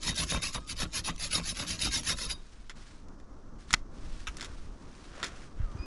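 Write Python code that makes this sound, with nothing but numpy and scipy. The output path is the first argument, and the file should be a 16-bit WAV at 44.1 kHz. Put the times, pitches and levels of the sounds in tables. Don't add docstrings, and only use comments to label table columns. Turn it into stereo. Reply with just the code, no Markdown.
import sys
import numpy as np
from scipy import signal
from scipy.fft import rfft, irfft
from scipy.io import wavfile
from scipy.ndimage import uniform_filter1d

SR = 44100
rng = np.random.default_rng(int(sys.argv[2]) if len(sys.argv) > 2 else 0)


def materialize(psi):
    bounded = np.clip(np.atleast_2d(psi).T, -1, 1)
    quanta = np.round(bounded * 32767).astype(np.int16)
    wavfile.write(sys.argv[1], SR, quanta)


N = 258409
TIME = np.arange(N) / SR


def gain_of(db):
    return 10 ** (np.asarray(db) / 20)


def fade(t, ring_s):
    return gain_of(-60 * t / ring_s)


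def unit_level(x):
    return x / np.sqrt(np.mean(x ** 2) + 1e-20)


def follow(rows, column=1):
    rows = np.asarray(rows)
    return np.interp(TIME, rows[:, 0], rows[:, column])


def swells(rows):
    return sum(gain_of(db) * np.exp(-((TIME - s) / half) ** 2) for s, half, db in rows)


def add(mix, start_s, sound):
    part = mix[..., max(round(start_s * SR), 0):][..., :sound.shape[-1]]
    part += sound[..., :part.shape[-1]]


def drift(rate_hz):
    smoothing = np.exp(-(np.fft.rfftfreq(N, 1 / SR) / rate_hz) ** 2)
    return unit_level(irfft(rfft(rng.standard_normal(N)) * smoothing, N))


def stereo_noise(width, size=N):
    shared, side = rng.standard_normal((2, size))
    return np.array([shared + width * side, shared - width * side]) / np.sqrt(1 + width ** 2)


def colour(x, tone, tilt_db=0, size=4096):
    hz = np.maximum(np.fft.rfftfreq(size, 1 / SR), 1)
    tone_hz, tone_db = np.transpose(tone)
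    octaves = np.log2(np.clip(hz, 500, 9000) / 3000)
    gain = gain_of(np.interp(np.log(hz), np.log(tone_hz), tone_db) + tilt_db * octaves)
    log_gain = np.log(unit_level(np.r_[gain, gain[-2:0:-1]]))
    response = np.fft.ifft(np.exp(np.conj(signal.hilbert(log_gain)))).real
    return signal.oaconvolve(np.atleast_2d(x), response[None], axes=1)[:, :x.shape[-1]]


def resonate(x, notes):
    return x + sum(gain_of(db) * signal.lfilter(*signal.iirpeak(hz, hz / width, SR), x)
                   for hz, width, db in notes)


# (time [s], half length [s], level [dB])
GUSTS = [(.85, 0.076, -43.5), (1.14, 0.08, -37.5), (4.03, 0.32, -44), (4.58, 0.096, -40),
         (5.64, 0.065, -35.5)]
# (frequency [Hz], level [dB])
WIND_TONE = [(12, -3), (25, -1), (45, -9), (80, -19.5), (150, -29.5), (300, -46), (800, -86)]
# (time [s], level [dB], pitch [Hz])
THUMPS = [(3.729, -28, 58), (3.738, -29, 155), (4.284, -30.5, 37.5), (5.599, -23, 79), (5.628, -23.5, 33.2),
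          (5.75, -29.5, 93), (5.798, -29, 51)]
def wind(breeze_db=-45.5, lumps_db=1.5, rise_cycles=0.33):
    strength = gain_of(-1) * (gain_of(breeze_db) + swells(GUSTS))
    lumpy_air = stereo_noise(0.21) * gain_of(lumps_db * drift(5))
    out = strength * unit_level(colour(lumpy_air, WIND_TONE))
    t = np.arange(SR // 5) / SR
    for s, db, hz in THUMPS:
        age = t * hz / rise_cycles
        add(out, s, gain_of(db) * age * np.exp(1 - age) * np.sin(2 * np.pi * hz * t))
    return out * gain_of([[-1], [1]])


# (time [s], level [dB])
HUSH_LEVELS = [(2.38, -56.5), (2.56, -60.5), (3.34, -54), (5.67, -53.5), (5.86, -45.5)]
# (frequency [Hz], level [dB])
HUSH_TONE = [(40, 6), (120, 0), (280, 1.5), (420, -6.5), (750, -12.5), (1200, -11), (1800, -23.5),
             (3000, -45.5), (6000, -28), (11000, -54), (12000, -86)]
def field_hush(boost_db=3, wobble_db=1.7):
    level = gain_of(boost_db + follow(HUSH_LEVELS) + wobble_db * drift(7.9))
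    return level * colour(stereo_noise(0.37), HUSH_TONE)


def swing(start, fastest, end, lag=0, sharpness=1.4):
    progress = np.interp(TIME - lag, [start, fastest, end], [0, .5, 1])
    return np.abs(np.sin(np.pi * progress)) ** sharpness


def stroke(fastest, rise, fall, lag=0):
    return swing(fastest - rise, fastest, fastest + fall, lag, sharpness=2.3)


def teeth(speed, teeth_per_s=520, tear_share=0.25, scrape=0.51, grip_db=1.37):
    teeth_passed = np.cumsum(teeth_per_s * speed * np.exp(.25 * drift(60))) / SR
    bursts = scrape + np.exp(-(teeth_passed % 1) / tear_share)
    roughness = gain_of(grip_db * drift(63.5) + 0.75 * drift(146) + drift(2800))
    return unit_level(stereo_noise(0.31) * bursts * roughness)


def slide(x, depth_db, limit, size):
    frames = dict(nperseg=size, noverlap=size * 3 // 4)
    spectrum = signal.stft(x, **frames)[2]
    patches = rng.standard_normal(spectrum.shape[1:])
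    patches = uniform_filter1d(patches, size=3, axis=0)
    patches = uniform_filter1d(patches, size=7, axis=1)
    spectrum = spectrum * gain_of(depth_db * np.minimum(unit_level(patches), limit))
    return unit_level(signal.istft(spectrum, **frames)[1][:, :N])


# (fastest moment [s], speeding up [s], slowing down [s], rasp level [dB], bite level [dB])
STROKES = [(0.078, 0.083, 0.07, -36, -41.5), (0.201, 0.073, 0.08, -35.5, -42),
           (0.314, 0.06, 0.11, -39, -39.5), (0.432, 0.025, 0.11, -37.5, -50.5),
           (0.554, 0.044, 0.029, -40, -41), (0.714, 0.056, 0.03, -39.5, -51),
           (0.823, 0.074, 0.036, -38.0, -41.0), (0.975, 0.068, 0.048, -36.5, -47.5),
           (1.069, 0.038, 0.058, -38.5, -41.0), (1.226, 0.059, 0.092, -39.0, -52.5),
           (1.345, 0.054, 0.078, -33, -38.5), (1.495, 0.093, 0.045, -38.0, -49),
           (1.602, 0.078, 0.086, -40, -43.5), (1.695, 0.04, 0.11, -37.5, -46),
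           (1.839, 0.067, 0.08, -36, -43), (1.949, 0.056, 0.087, -34.5, -45.0),
           (2.1, 0.09, 0.056, -34.5, -43.0), (2.233, 0.11, 0.065, -41, -51),
           (2.305, 0.027, 0.047, -40, -53)]
# (pitch [Hz], width [Hz], level [dB])
GRIPPED_NOTES = [(580, 170, -1), (1060, 160, -9), (1320, 110, -3), (1610, 90, -3), (2620, 80, -1),
                 (3120, 70, -8), (3748, 50, 1), (4245, 70, -1), (4810, 80, -1), (5390, 70, 1),
                 (6010, 50, -2), (6340, 50, -6), (6850, 100, -5), (8800, 120, -2), (9876, 40, 8),
                 (10500, 110, -2), (11190, 90, -2)]
# (frequency [Hz], level [dB])
RASP_TONE = [(600, -18), (1500, -4), (2500, -1), (4000, 1.5), (5300, 1.5), (7000, 0), (7800, -4),
             (8500, -9), (9300, -5.5), (11000, -57.5), (12000, -65.5)]
# (frequency [Hz], level [dB])
BITE_TONE = [(100, -11), (300, 2), (550, -0.5), (800, -6), (1100, 4.5), (1700, -5), (2500, -3), (4000, -6),
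             (8000, -37.5), (12000, -66.5)]
# (frequency [Hz], level [dB])
CHATTER_TONE = [(7000, -23.5), (9000, -4), (9500, -8.5), (9900, -1), (10200, -2.5), (10500, -3.5),
                (10900, -8), (11300, -10), (11700, -32), (12500, -75)]
# (frequency [Hz], level [dB])
TREE_TONE = [(25, -18), (45, 5.5), (85, -1), (170, -2.5), (310, -5), (450, -11.5), (900, -21),
             (2000, -37.5), (9000, -62.5)]
# (pitch [Hz], width [Hz], level [dB])
TREE_NOTES = [(55, 7, 7), (76, 9, 3), (110, 11, 1), (167, 13, 4), (238, 16, 1), (305, 22, -3)]
def saw(pull_lag_s=0.02, push_lag_s=0.012, shudder_lag_s=0.0058):
    speed, rasp, bite, chatter, shudder = np.zeros((5, N))
    for k, (fastest, rise, fall, rasp_db, bite_db) in enumerate(STROKES):
        hand = stroke(fastest, rise, fall)
        lag = push_lag_s if k % 2 else pull_lag_s
        speed += hand
        rasp += gain_of(rasp_db) * hand
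        chatter += gain_of(rasp_db) * hand ** 1.14
        bite += gain_of(bite_db) * stroke(fastest, rise, fall, lag)
        shudder += gain_of(bite_db) * stroke(fastest, rise, fall, lag + shudder_lag_s)
    rub = gain_of(-65) * (TIME < STROKES[-1][0])
    ticks = tooth_ticks()
    tearing = teeth(0.26 + 0.83 * speed)
    blade = slide(resonate(tearing, GRIPPED_NOTES), depth_db=4.5, limit=1.3, size=1024)
    cutting = slide(blade, depth_db=2.6, limit=1.5, size=384)
    out = gain_of(3) * colour(cutting * (rasp + ticks + rub), RASP_TONE)
    out += gain_of(-1) * colour(cutting * (bite + rub), BITE_TONE)
    out += gain_of(-4) * colour(blade * (chatter + ticks), CHATTER_TONE)
    shaking = tearing.mean(0) * (shudder + 1.65 * rub)
    out += gain_of(0.5) * resonate(colour(shaking, TREE_TONE), TREE_NOTES)
    return (out + blade_rings() + snags()) * gain_of([[-.2], [.2]])


# (time [s], level [dB])
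TICKS = [(.031, -38), (0.144, -44), (0.42, -33.5), (0.544, -34), (.685, -50), (.767, -51), (0.801, -37),
         (.9462, -40), (1.046, -41), (1.16, -42), (1.197, -37), (1.328, -33), (1.569, -39), (1.666, -41),
         (1.791, -40), (1.918, -41), (2.033, -32), (2.186, -33), (2.297, -40)]
def tooth_ticks(rise_s=0.00088, ring_s=0.013, size=4000):
    force, t = np.zeros(N), np.arange(size) / SR
    for s, db in TICKS:
        add(force, s, gain_of(db) * fade(t, ring_s) * (1 - np.exp(-t / rise_s)))
    return force


# (pitch [Hz], level [dB], ring time [s])
BLADE_NOTES = [(3745, 0, .2), (4237, -2, .09), (4778, -1, .12), (5390, -4, .08), (6002, -4, .1),
               (6627, -6, .09), (8839, -11, .12), (9874, -2, .1), (10495, -7, .05), (11200, -8, .07)]
# (time [s], pitch [Hz], level [dB], ring time [s])
CATCHES = [(.072, 3745, -29.5, 0.27), (.177, 3745, -29, 0.14), (.208, 9800, -30.5, .08),
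           (.301, 3770, -30, 0.14), (.327, 3700, -31.5, 0.23), (.422, 3745, -31.5, 0.068),
           (.47, 4920, -32, 0.07), (0.552, 3743, -30, 0.067), (.554, 9874, -36.5, .11),
           (.712, 9870, -43, 0.073), (.812, 3720, -31, 0.052), (.829, 3747, -33, 0.059),
           (0.967, 4880, -36, 0.043), (1.07, 9880, -29, .07), (1.087, 5380, -33.5, 0.04),
           (1.329, 9790, -24.5, .1), (1.347, 3730, -21, 0.092), (1.352, 5385, -22.5, 0.053),
           (1.358, 9874, -30.5, 0.09), (1.497, 9850, -29, .094), (1.611, 3740, -31, 0.073),
           (1.811, 9874, -31, 0.11), (1.824, 3745, -33.5, .12), (1.855, 4770, -27.5, 0.048),
           (1.858, 3745, -33.5, .27), (1.94, 5396, -27, 0.1), (1.946, 3745, -28, 0.14),
           (1.971, 9874, -29.5, 0.12), (2.071, 3740, -29, .1), (2.079, 9874, -30, 0.091),
           (2.097, 5370, -24.5, 0.091), (2.101, 3741, -32, .24), (2.231, 3794, -31, 0.063),
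           (2.25, 9874, -32, 0.061), (2.252, 5390, -30, 0.043), (2.297, 3772, -35, 0.18),
           (2.304, 9760, -39, 0.12), (2.308, 4840, -27, 0.1), (2.311, 5890, -46, 0.048)]
def blade_rings(others_db=-15, rise_s=0.0026, choke_s=0.02, size=14000):
    out, t = np.zeros(N), np.arange(size) / SR
    jostle_db, waver = 1.4 * drift(70), .0009 * drift(60)
    grips = [fastest - .75 * rise for fastest, rise, *_ in STROKES]
    onset = 1 - np.exp(-t / rise_s)
    for s, sung_hz, db, sung_ring_s in CATCHES:
        span = slice(round(s * SR), round(s * SR) + size)
        wavering_time = np.cumsum(1 + waver[span]) / SR + rng.random()
        free_s = min([grip for grip in grips if grip > s], default=TIME[-1]) - s
        choke = fade(np.maximum(t - free_s, 0), choke_s)
        level = gain_of(db - 0.5 + jostle_db[span]) * onset * choke
        nearest = np.argmin([abs(hz - sung_hz) for hz, _, _ in BLADE_NOTES])
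        notes = [(hz, others_db + note_db, ring_s) for hz, note_db, ring_s in BLADE_NOTES]
        notes[nearest] = (sung_hz, 0, sung_ring_s)
        for hz, note_db, ring_s in notes:
            note = np.sin(2 * np.pi * hz * wavering_time)
            add(out, s, level * gain_of(note_db) * fade(t, ring_s) * note)
    return out


# (time [s], level [dB])
SNAGS = [(.081, -29.5), (.097, -30.5), (.322, -26), (.347, -25), (.373, -29), (.55, -30.5), (.558, -29),
         (.821, -29), (.831, -26.5), (1.078, -38), (1.089, -28), (1.356, -36), (1.38, -34.5),
         (1.398, -33.5), (1.6, -34), (1.624, -35), (1.86, -29.5), (1.872, -30), (2.111, -36)]
# (frequency [Hz], level [dB])
KNOCK_TONE = [(50, -18.5), (150, 8.5), (300, -2), (550, -2), (900, 1), (1400, -1), (2500, -4.5),
              (5000, -9.5), (9000, -38), (12500, -63)]
def snags(ring_s=0.028, snap=3.6, size=9000):
    out, decay = np.zeros((2, N)), fade(np.arange(size) / SR, ring_s)
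    for s, db in SNAGS:
        blow = stereo_noise(0.11, size) * decay
        blow[:, 0] += snap
        knock = unit_level(resonate(colour(blow, KNOCK_TONE), TREE_NOTES))
        add(out, s, gain_of(db) * knock * np.sqrt(np.mean(decay ** 2)))
    return out


# (time [s], pitch [Hz], level [dB])
FAR_CALLS = [
    [(.57, 1280, -64), (.63, 1250, -56.5), (.68, 1227, -55.5)],
    [(5.63, 1425, -64), (5.67, 1245, -54), (5.71, 1186, -56), (5.76, 1087, -63)],
]
# (time [s], pitch [Hz], level [dB])
WHISTLE = [(5.772, 2630, -93), (5.79, 2450, -55.5), (5.815, 2438, -57.5), (5.838, 2536, -50),
           (5.86, 2440, -59)]
def bird_call(rows, octave_db, waver=0.0036):
    singing = (TIME > rows[0][0]) & (TIME < rows[-1][0])
    level = uniform_filter1d(singing.astype(float), size=300) * gain_of(follow(rows, column=2))
    pitch_hz = follow(rows) * (1 + waver * drift(70))
    phase = 2 * np.pi * np.cumsum(pitch_hz) / SR
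    return level * (np.sin(phase) + gain_of(octave_db) * np.sin(2 * phase))


# (start [s], fastest moment [s], end [s], level [dB])
ARM_MOVES = [(2.2, 2.495, 2.81, -64.5), (2.751, 2.77, 3.075, -58), (3.582, 3.59, 3.7, -60.5),
             (3.665, 3.73, 3.81, -53.5), (3.88, 4.085, 4.37, -58), (4.062, 4.42, 4.89, -60.5),
             (4.738, 5.215, 5.42, -57), (5.29, 5.41, 5.52, -58.5), (5.398, 5.694, 6.17, -68)]
# (frequency [Hz], level [dB])
CLOTH_TONE = [(880, -5), (1500, 0), (1860, -2), (1980, -3), (5580, -5), (8250, -11.5), (9910, -13),
              (11200, -36.5), (12000, -81), (15600, -92.5), (22000, -120)]
# (time [s], half length [s], level [dB])
SCUFFS = [(4.468, 0.1, -60), (5.192, 0.076, -52), (5.29, 0.094, -54.5), (5.436, 0.017, -60),
          (5.62, 0.042, -55.5), (5.817, 0.11, -59.5)]
# (frequency [Hz], level [dB])
SLEEVE_TONE = [(150, -2), (400, -5), (650, -1), (900, -10), (1400, -0.5), (2000, -8.5), (3500, -16),
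               (9000, -50), (12000, -75)]
def jacket(still_db=-72.5, grain_db=2.0, folds_db=1.54):
    rubbing = unit_level(stereo_noise(0.41) * gain_of(grain_db * drift(900)))
    motion = sum(gain_of(db) * swing(start, fastest, end) for start, fastest, end, db in ARM_MOVES)
    level = (gain_of(still_db) + motion) * gain_of(folds_db * drift(32))
    return level * colour(rubbing, CLOTH_TONE) + swells(SCUFFS) * colour(rubbing, SLEEVE_TONE)


# (frequency [Hz], level [dB])
WOOD_TONE = [(100, 1.5), (400, -4), (750, -11), (1050, -7), (1400, -3), (2200, -2), (2800, -0.5),
             (3700, -2), (4600, -5.5), (5500, -2), (7000, -7.5), (8500, -12.5), (10500, -14), (12500, -42)]
# (pitch [Hz], width [Hz], level [dB])
SHOOT_NOTES = [(1020, 200, 2), (1300, 180, 8), (1500, 160, 4), (1720, 200, 2), (2010, 200, 6),
               (3390, 240, -1), (3640, 220, 0), (4290, 200, -1), (5190, 200, -3), (6950, 450, 4)]
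def crack(ring_s, tilt_db, splinter_db=2, snap=3.6, rise_s=.0002, size=8000):
    t = np.arange(size) / SR
    decay = fade(t, ring_s) * (1 - np.exp(-t / rise_s))
    splinters = unit_level(uniform_filter1d(rng.standard_normal(size), size=30))
    burst = unit_level(stereo_noise(0.11, size) * gain_of(splinter_db * splinters)) * decay
    burst[:, np.argmax(decay)] += snap
    ringing = resonate(colour(burst, WOOD_TONE, tilt_db), SHOOT_NOTES)
    return unit_level(ringing) * np.sqrt(np.mean(decay ** 2))


# (time [s], level [dB], ring time [s], brightness [dB per octave], left over right [dB])
CRACKS_AND_CLICKS = [(2.6959, -38.5, 0.065, -1, 2.5), (3.085, -55, 0.012, 4.5, 14),
                     (3.2, -49.5, 0.011, -2, 1), (3.7065, -27.5, 0.012, 0.5, -4.5),
                     (3.709, -37, 0.021, 0, 3), (3.7297, -16, 0.0082, 4, 4), (3.7328, -24.5, .02, 7, 0),
                     (3.7385, -6.5, 0.01307, 1.1, -3.5), (3.7439, -16.5, 0.0072, -2, 4),
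                     (4.369, -36.5, 0.02, 8, 2.5), (4.384, -42, 0.023, -1, 0), (4.397, -41, 0.033, 0.5, -4),
                     (4.4093, -29.5, 0.014, 2, 2.5), (4.416, -36.5, 0.031, 1, -7),
                     (4.426, -36, 0.051, 0, -2), (4.445, -38.5, 0.066, 3, 3),
                     (5.2293, -23, 0.021, -1.5, 0.5), (5.2365, -27.5, 0.019, -2, 3),
                     (5.2424, -28.5, 0.023, 1, 3), (5.2444, -34, 0.084, 0.5, 0),
                     (5.266, -42, 0.077, 3.5, 3)]
def cracks_and_clicks(rebound_db=-8.5):
    out = np.zeros((2, N))
    for s, db, ring_s, tilt_db, left_db in CRACKS_AND_CLICKS:
        sides = gain_of(db) * gain_of([[left_db / 2], [-left_db / 2]])
        add(out, s, sides * crack(ring_s, tilt_db))
        delay_s = .003 + .14 * ring_s
        add(out, s + delay_s, gain_of(rebound_db) * sides[::-1] * crack(ring_s, tilt_db))
    return out


# (time [s], level [dB])
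TAPS = [(4.2702, -35.5), (4.2748, -34), (4.2832, -38), (4.291, -47)]
# (frequency [Hz], level [dB])
STICK_TONE = [(200, -16), (700, -14), (1200, -2), (2000, -2), (2600, 0.5), (3200, -4), (4000, -7),
              (4500, -24), (5600, -7), (6400, -8.5), (7600, -17), (8500, -34), (10300, -11), (12000, -38)]
# (pitch [Hz], width [Hz], level [dB])
STICK_NOTES = [(1285, 70, 2), (1610, 70, 3), (2290, 70, 3), (2740, 90, 0), (3620, 150, -2), (5700, 80, 3),
               (6350, 90, 1)]
def falling_shoot(ring_s=0.044, size=6000):
    blows, decay = np.zeros((2, N)), fade(np.arange(size) / SR, ring_s)
    for s, db in TAPS:
        add(blows, s, gain_of(db) * stereo_noise(0.2, size) * decay)
    return resonate(colour(blows, STICK_TONE), STICK_NOTES)


def outdoors(x, echo_db, ring_s, size=12000):
    t = np.arange(size) / SR
    tail = rng.standard_normal((2, size)) * fade(t, ring_s) * (t > .004)
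    echo = signal.oaconvolve(x, tail / np.linalg.norm(tail[0]), axes=1)[:, :N]
    return x + gain_of(echo_db) * echo


def scene():
    birds = bird_call(WHISTLE, octave_db=-1) + sum(bird_call(rows, octave_db=-29) for rows in FAR_CALLS)
    sawing = outdoors(saw(), echo_db=-26.5, ring_s=0.49)
    pruning = outdoors(cracks_and_clicks() + falling_shoot(), echo_db=-30.5, ring_s=0.22)
    return sawing + pruning + jacket() + wind() + field_hush() + birds


def record(dry, cutoff_hz=12600):
    low_pass = signal.firwin(511, cutoff_hz, window=("kaiser", 9), fs=SR)
    return signal.oaconvolve(np.tanh(dry), low_pass[None], "same", axes=1)


dry = scene()
out = record(dry)
materialize(out)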